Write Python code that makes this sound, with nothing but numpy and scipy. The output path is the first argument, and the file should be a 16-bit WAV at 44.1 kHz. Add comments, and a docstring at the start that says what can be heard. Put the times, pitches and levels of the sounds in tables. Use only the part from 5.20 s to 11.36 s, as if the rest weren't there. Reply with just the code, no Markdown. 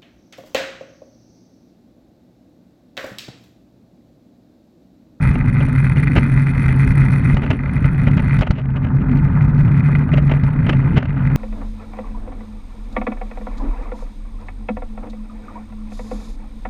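"""A camera in a hard case rides on a fast handbike over asphalt. From the start the road shakes its
mount into a rough low hum, wind rumbles on the microphone, the frame drones, tyres and chain rush,
and the case chatters on the swings. Bumps and a drain cover thump and clatter, hardest near 1 s,
2.2 s and 3.3 s. The chatter then drops away and partly returns before more bumps at 5.2-5.8 s."""
import sys
import numpy as np
from scipy import signal
from scipy.fft import rfft, irfft
from scipy.io import wavfile
from scipy.ndimage import uniform_filter1d

SR = 44100
rng = np.random.default_rng(int(sys.argv[2]) if len(sys.argv) > 2 else 0)


def to_wav(s):
    """Save 16-bit WAV."""
    ch = np.atleast_2d(s).T  # columns
    pcm = np.round(np.clip(ch, -1, 1) * 32767)  # PCM
    wavfile.write(sys.argv[1], SR, pcm.astype(np.int16))


N = 271656
TIME = np.arange(N) / SR

# jolts that bottom out the mount: t/s, relative thump/dB, relative snap/dB, lull depth/dB
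JOLT_EVENTS = [(0.111, -7, -16, 0), (.963, -8, -10, 1.5), (0.981, -2, -10, -2), (2.143, -1.5, -10, 1),
               (2.169, -12, -17, 0.5), (2.304, -9.5, -4.5, 2), (2.653, -4, -14, 1), (2.875, -4.5, -22, 1.5),
               (2.971, -5, -10.5, -0.5), (3.19, -4, -8, 6.5), (3.21, -5.5, -3.5, -0.5),
               (3.307, 0.5, -4, 6.5), (3.972, -18, -18, 0), (4.38, -11, -22, 0.5), (5.237, -4.5, -14, 0.5),
               (5.494, -15, -4, 1), (5.778, -5.5, -7, 7)]
# case resonances: f/Hz, width/Hz, lift/dB
CASE_MODES = [(573, 82, 4.5), (758, 8.3, 6.5), (885, 34, 7), (1097, 53, -6.5), (1450, 75, 2.5),
              (2052, 200, 4), (2270, 92, 1.5), (3840, 100, 4.5), (4260, 80, 3), (5150, 19, -12.5)]
# spectrum of the tapped case walls: f/Hz, level/dB
PING_SPECTRUM = [(800, -14), (1350, -2), (1550, -2.5), (1750, -16.5), (1930, 2.5), (2100, 3.5), (2230, -8),
                 (2380, 2), (2560, -6.5), (2720, -19.5), (3300, -28), (4400, -31)]
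# spectrum of loose parts: f/Hz, level/dB
CLATTER_SPECTRUM = [(100, 1.5), (250, 10.5), (420, 7.5), (520, 1.5), (630, 3.5), (950, -4), (1500, -1.5),
                    (2200, -5.5), (2650, -3), (3000, -6.5), (3450, -18), (4500, -28), (6200, -35.5),
                    (12000, -54.5)]


def from_db(db):
    """Decibels to gain."""
    return 10 ** (np.asarray(db) / 20)


def curve(rows):
    """Breakpoints joined by lines over time."""
    return np.interp(TIME, *np.transpose(rows))


def levelled(x, window_s):
    """Holds the running rms at 1; faster flutter stays."""
    size = max(int(window_s * SR), 8)
    power = uniform_filter1d(uniform_filter1d(x ** 2, size), size)
    return x / np.sqrt(abs(power) + 1e-4 * np.mean(x ** 2))


def wander(rate_hz):
    """Smooth random signal, rms 1, bandwidth about rate_hz."""
    lowpass = np.exp(-(np.fft.rfftfreq(N, 1 / SR) / rate_hz) ** 2)
    drift = irfft(rfft(rng.standard_normal(N)) * lowpass, N)
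    return drift / drift.std()


def coloured(x, spectrum, modes=(), size=16384):
    """Minimum-phase filter of unit energy: broad spectrum, steep ends, resonances on top."""
    hz = abs(np.fft.fftfreq(size, 1 / SR)) + 1
    points_hz, points_db = np.transpose(spectrum)
    points_hz = np.sort(points_hz)
    octaves_outside = abs(np.log2(hz / np.clip(hz, points_hz[0], points_hz[-1])))
    db = np.interp(np.log(hz), np.log(points_hz), points_db)
    db = np.maximum(db - 48 * octaves_outside, -120)
    for centre_hz, width_hz, lift_db in modes:
        db = db + lift_db / (1 + (2 * (hz - centre_hz) / width_hz) ** 2)
    response = np.exp(np.conj(signal.hilbert(np.log(from_db(db)))))
    ring = np.fft.ifft(response).real[:size // 2] * np.hanning(size)[size // 2:]
    return signal.oaconvolve(x, ring / np.linalg.norm(ring))[:N]


def lull_db(delay_s=.073, sharpness=1.7):
    """Level drop after each jolt, deepest at delay_s; a negative depth gives a swell."""
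    total_db = np.zeros(N)
    for at_s, _, _, depth_db in JOLT_EVENTS:
        age = np.maximum(TIME - at_s, 0) / delay_s
        total_db += depth_db * (age * np.exp(1 - age)) ** sharpness
    return total_db


def mount_hum(width_hz=6, waver_db=2, trim_db=-.11):
    """Road grain drives the springy mount, which swings around one pitch and wavers in strength."""
    # hum pitch: t/s, f/Hz
    pitch = [(0, 136.6), (.55, 134.6), (.85, 142.9), (1.6, 135), (2.8, 138), (3.5, 136), (4.1, 142.4),
             (5.1, 143), (5.45, 133), (6.16, 137)]
    # swing strength: t/s, level/dB
    levels = [(0, -15.5), (.3, -15), (.55, -13.5), (1.15, -12), (1.3, -15.5), (1.85, -12), (2.1, -12.5),
              (2.23, -22.5), (2.45, -20.5), (2.65, -15), (3.12, -14), (3.6, -16.5), (4.2, -13), (4.5, -11),
              (4.8, -13), (5.25, -13.5), (5.6, -14), (6.16, -15)]
    # brief dips of the hum: t/s, depth/dB, half length/s
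    dips = [(0.159, 9, 0.025), (0.958, 13, 0.034), (3.03, 9.5, 0.049), (3.215, 7.5, 0.044),
            (3.832, 11.5, .028), (4.87, 12, 0.03), (5.352, 7, .03)]
    grain = rng.standard_normal(N) + 1j * rng.standard_normal(N)
    pole = np.exp(-np.pi * width_hz / SR)
    sway = signal.lfilter([1 - pole], [1, -pole], grain)
    sway = signal.sosfilt(signal.butter(2, 60, fs=SR, output="sos"), sway)
    swing = (sway * np.exp(2j * np.pi * np.cumsum(curve(pitch)) / SR)).real
    swing = levelled(swing, .05) * from_db(waver_db * wander(11))
    dips_db = sum(db * np.exp(-((TIME - at_s) / half_s) ** 2) for at_s, db, half_s in dips)
    return levelled(swing, .2) * from_db(curve(levels) + trim_db - dips_db - 1.05 * lull_db())


def wind(gust_db=2, gust_hz=12):
    """Eddies buffet the microphone in quick gusts."""
    # rumble spectrum: f/Hz, level/dB
    spectrum = [(14, -20), (26, -6), (42, 1.5), (65, -2), (95, -1.5), (120, -4.5), (170, -9), (230, -24.5),
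                (400, -63)]
    # wind strength: t/s, level/dB
    levels = [(0, -16.5), (.55, -21), (1.3, -21), (1.72, -15.5), (1.9, -21), (2.45, -22), (2.97, -17),
              (3.45, -22.5), (4.3, -18), (4.65, -25), (4.95, -18), (5.3, -22.5), (5.7, -19.5),
              (6.16, -19.5)]
    eddies = coloured(rng.standard_normal(N), spectrum) * from_db(gust_db * wander(gust_hz))
    return levelled(eddies, .13) * from_db(curve(levels) - lull_db())


def frame_drone(flutter_db=1.37, flutter_hz=12):
    """The frame drones above the mount's pitch."""
    # drone spectrum: f/Hz, level/dB
    spectrum = [(120, -32), (165, -1.5), (185, 0.5), (215, -3.5), (250, -1), (275, -4.5), (310, -13.5),
                (400, -18.5), (520, -27.5)]
    # frame resonance: f/Hz, width/Hz, lift/dB
    modes = [(249.2, 24, 5)]
    # drone strength: t/s, level/dB
    levels = [(0, -25.5), (.47, -23), (.62, -25.5), (.98, -20.5), (1.2, -26), (1.6, -22.5), (1.78, -22),
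              (2.45, -26), (2.75, -25), (2.94, -21), (3.1, -24.5), (3.78, -27), (3.92, -18.5),
              (4.15, -24.5), (4.72, -23), (5.33, -25.5), (5.48, -22.5), (6.16, -24)]
    drone = levelled(coloured(rng.standard_normal(N), spectrum, modes), .12)
    return drone * from_db(curve(levels) + flutter_db * wander(flutter_hz) - .93 * lull_db())


def tyres_and_chain(patchy_db=2.5, patchy_hz=60):
    """Tyres and chain rush unevenly over the asphalt, heard through the case."""
    # rush spectrum: f/Hz, level/dB
    spectrum = [(200, -12.5), (400, 1.5), (600, -1), (760, -0.5), (1050, 3.5), (1300, 4), (1700, -1.5),
                (2300, -21.5), (2700, -24), (3400, -33.5), (5000, -44), (8000, -50), (12000, -60.5)]
    # rush strength: t/s, level/dB
    levels = [(0, -34.5), (.8, -39), (1.65, -36), (2.4, -37.5), (3.1, -36), (3.45, -40.5), (3.6, -37.5),
              (4.2, -34.5), (4.8, -36), (5.35, -37), (6.16, -35.5)]
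    grain = rng.standard_normal(N) * from_db(patchy_db * wander(patchy_hz))
    return levelled(coloured(grain, spectrum, CASE_MODES), .4) * from_db(curve(levels) - lull_db())


def scrapes(at, sizes, decay_s):
    """A dying noise burst at each contact sample."""
    fade = np.exp(-TIME[:SR // 40] / decay_s)
    return signal.oaconvolve(np.bincount(at, sizes, N), fade)[:N] * rng.standard_normal(N)


def case_chatter(shake, scatter_db=2, backswing_db=-6, edge_db=5.5, jitter_s=.0006, flurry_db=1.03):
    """At each turn of the swing the camera taps and scuffs its case; wide swings hit harder."""
    # looseness of the camera in its case: t/s, relative level/dB
    looseness = [(0, 1.5), (.25, -11.5), (.48, -3), (1.3, -4.5), (1.78, -0.5), (2.12, -5.5), (2.2, -15),
                 (2.55, -10.5), (3.16, -8), (3.42, -31), (3.76, -32.5), (3.92, -20.5), (4.4, -21.5),
                 (4.72, -10.5), (4.88, -20.5), (5.12, -15.5), (5.95, -19.5), (6.16, -16.5)]
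    # scuff spectrum: f/Hz, level/dB
    buzz_spectrum = [(600, -27), (900, -11.5), (1300, 1.5), (1900, 5), (2200, -10.5), (2520, 5.5),
                     (2720, -22), (3400, -14), (4150, -23), (4400, -15), (4650, -36), (6300, -29.5),
                     (7300, -45.5)]
    # spectrum of sharp contacts: f/Hz, level/dB
    tick_spectrum = [(4000, -9.5), (6200, -9.5), (7100, -20.5), (8200, -7), (8600, -18), (8850, 0),
                     (9600, -1), (10100, -7), (10550, -2.5), (11000, -16.5), (11700, -7.5), (12200, -22.5),
                     (12700, -32.5)]
    smooth = signal.sosfiltfilt(signal.butter(2, 300, fs=SR, output="sos"), shake)
    slope = np.diff(smooth, prepend=0)
    turns = np.flatnonzero(slope[1:] * slope[:-1] < 0)
    scatter, late, edge = rng.standard_normal((len(turns), 3)).T
    at = np.clip(turns + (late * jitter_s * SR).astype(int), 0, N - 1)
    force = abs(shake[turns]) * from_db(scatter_db * scatter + backswing_db * (shake[turns] > 0))
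    force = np.tanh(force / .9)  # the case gives under the hardest taps
    loose_db = curve(looseness) - 1.3 * lull_db()

    pings = coloured(np.bincount(at, force ** 2, N), PING_SPECTRUM, CASE_MODES)
    buzz = coloured(scrapes(at, force, decay_s=.0021), buzz_spectrum, CASE_MODES)
    walls = levelled(pings, .14) + levelled(buzz, .23) * from_db(-3)
    walls *= from_db(-32 + .52 * loose_db)

    exponent = 1.5 + .045 * np.clip(-6 - loose_db[turns], 0, 12)  # snug case: only hard contacts tick
    sharp = force * from_db(edge_db * edge)
    sharp = np.minimum(sharp / np.percentile(sharp, 90), 1.1) ** exponent
    ticks = coloured(scrapes(at, sharp, decay_s=.0011), tick_spectrum, CASE_MODES)
    ticks = levelled(ticks, .13) * from_db(-51.5 + loose_db)
    return (walls + ticks) * from_db(flurry_db * wander(22))


def grit(rate_hz=28, level_db=-15, spread_db=1):
    """Small stones and cracks in the asphalt send single clicks up the frame."""
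    sizes = from_db(level_db + spread_db * np.minimum(rng.exponential(1, N), 3))
    return coloured(sizes * (rng.random(N) < rate_hz / SR), CLATTER_SPECTRUM, CASE_MODES)


def peak_clicks(shake, threshold=.46, gain_db=-13):
    """A small dry broadband click sounds on the widest swings of the hum."""
    # click spectrum: f/Hz, level/dB
    spectrum = [(1500, 5.5), (6000, 0), (9000, -11.5), (12000, -24.5)]
    peaks = signal.find_peaks(abs(shake), height=threshold, distance=SR // 400)[0]
    overshoot = np.minimum(abs(shake[peaks]) - threshold, .15)
    return coloured(np.bincount(peaks, overshoot, N) * from_db(gain_db), spectrum, CASE_MODES)


def shove(at_s, width_s):
    """One smooth push with a swing back on either side."""
    spread = np.minimum(((TIME - at_s) / width_s) ** 2, 60)
    return (1 - spread) * np.exp(-spread / 2)


def jolts(push_s=.0018, heave_s=.005, heave_db=-9, snap_s=.0051, snap_gain_db=6):
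    """Hard bumps shove the whole camera: a low thump on a deeper heave, with a snap of plastic."""
    # snap spectrum: f/Hz, level/dB
    spectrum = [(300, 9.5), (1000, 7), (3000, -5), (4500, -9.5), (6500, -19.5), (9000, -30.5), (14000, -36)]
    thumps, snaps = np.zeros(N), np.zeros(N)
    for at_s, thump_db, snap_db, _ in JOLT_EVENTS:
        thumps += from_db(thump_db) * (shove(at_s, push_s) + from_db(heave_db) * shove(at_s, heave_s))
        snaps[int(at_s * SR)] += from_db(snap_db + snap_gain_db)
    fade = np.exp(-TIME[:SR // 50] / snap_s)
    crack = signal.oaconvolve(snaps, fade / np.linalg.norm(fade))[:N] * rng.standard_normal(N)
    return thumps + coloured(crack, spectrum, CASE_MODES)


def knocks(gain_db=1.9, grain_db=4, clack_rate_hz=450, tail_s=.015, tail_db=-18):
    """Each bump sets off a tight clatter of loose parts: hard clacks in a short gritty rattle."""
    # bumps: t/s, relative level/dB, clatter half length/s
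    bumps = [(.157, -23, .0025), (.41, -25.5, .0045), (0.77, -26, .0035), (.967, -16, .0064),
             (.982, -16, .0044), (1.493, -24.5, .0037), (2.171, -20, 0.0024), (2.236, -27, 0.01),
             (2.264, -22, 0.0016), (2.312, -17.5, 0.0042), (2.333, -28, .0032), (2.65, -30, .0058),
             (2.878, -24.5, .0081), (2.981, -23, .0031), (2.997, -24, .0033), (3.223, -19.5, .004),
             (3.233, -21, 0.002), (3.273, -23.5, 0.0037), (3.309, -20.5, .0008), (3.388, -33.5, 0.013),
             (3.567, -32.5, .0079), (3.648, -28, .0024), (4.481, -33, 0.0029), (4.757, -30, .0021),
             (4.94, -22, .005), (4.981, -22, .0057), (5.098, -25.5, .0032), (5.118, -20, .0049),
             (5.139, -26.5, 0.0024), (5.47, -24.5, .0041), (5.497, -17, 0.0066), (5.533, -21.5, 0.0034),
             (5.776, -17, .008), (5.828, -26, .0028), (5.857, -28, .0025)]
    # resonances of the loose parts: f/Hz, width/Hz, lift/dB
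    modes = [(617, 46, 3), (1200, 200, 5), (3050, 1000, 1.5)]
    rattle = levelled(rng.standard_normal(N) * from_db(grain_db * wander(450)), .0024)
    clacks = 7 * rng.choice([-1, 1], N) * rng.uniform(1, 1.1, N)
    clacks *= rng.random(N) < clack_rate_hz / SR
    grains = levelled(rattle + clacks, .014)
    power = np.zeros(N)
    for at_s, db, half_s in bumps:
        near = slice(max(int((at_s - .05) * SR), 0), int((at_s + .15) * SR))
        t = TIME[near] - at_s
        burst = np.exp(-(t / half_s / np.where(t < 0, .93, 1)) ** 2)
        tail = from_db(tail_db) ** 2 * (t > 0) * np.exp(-abs(t) / tail_s)
        power[near] += from_db(db + gain_db) ** 2 * (burst + tail)
    return coloured(grains * np.sqrt(power), CLATTER_SPECTRUM, CASE_MODES + modes)


def case_raps(gain_db=8.5):
    """Now and then the camera hits its case hard enough to ring out alone."""
    # hard contacts: t/s, relative level/dB
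    contacts = [(.368, -11), (.642, -21), (.832, -8), (.872, -10), (0.911, -24), (1.269, -11), (1.441, -11),
                (2.132, -19), (2.46, -13), (2.644, -10), (2.871, -7.5), (3.109, -8.5), (4.209, -14.5),
                (4.606, -14), (4.752, -6)]
    at_s, db = np.transpose(contacts)
    hits = np.bincount((at_s * SR).astype(int), from_db(db + gain_db), N)
    return coloured(hits, PING_SPECTRUM, CASE_MODES)


def scene():
    """Mono mix; the camera's shake is heard itself and drives the chatter and peak clicks."""
    shake = mount_hum() + wind() + frame_drone()
    camera = shake + jolts() + case_chatter(shake) + case_raps() + peak_clicks(shake)
    return (camera + tyres_and_chain() + knocks() + grit())[None]


def record(dry):
    """Soft clip, then low-pass."""
    ceiling, cutoff_hz = .95, 15200
    rounded = dry / (1 + (dry / ceiling) ** 6) ** (1 / 6)
    lowpass = signal.firwin(511, cutoff_hz, window=("kaiser", 9), fs=SR)
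    return signal.oaconvolve(rounded, lowpass[None], "same")


dry = scene()
out = record(dry)
to_wav(out)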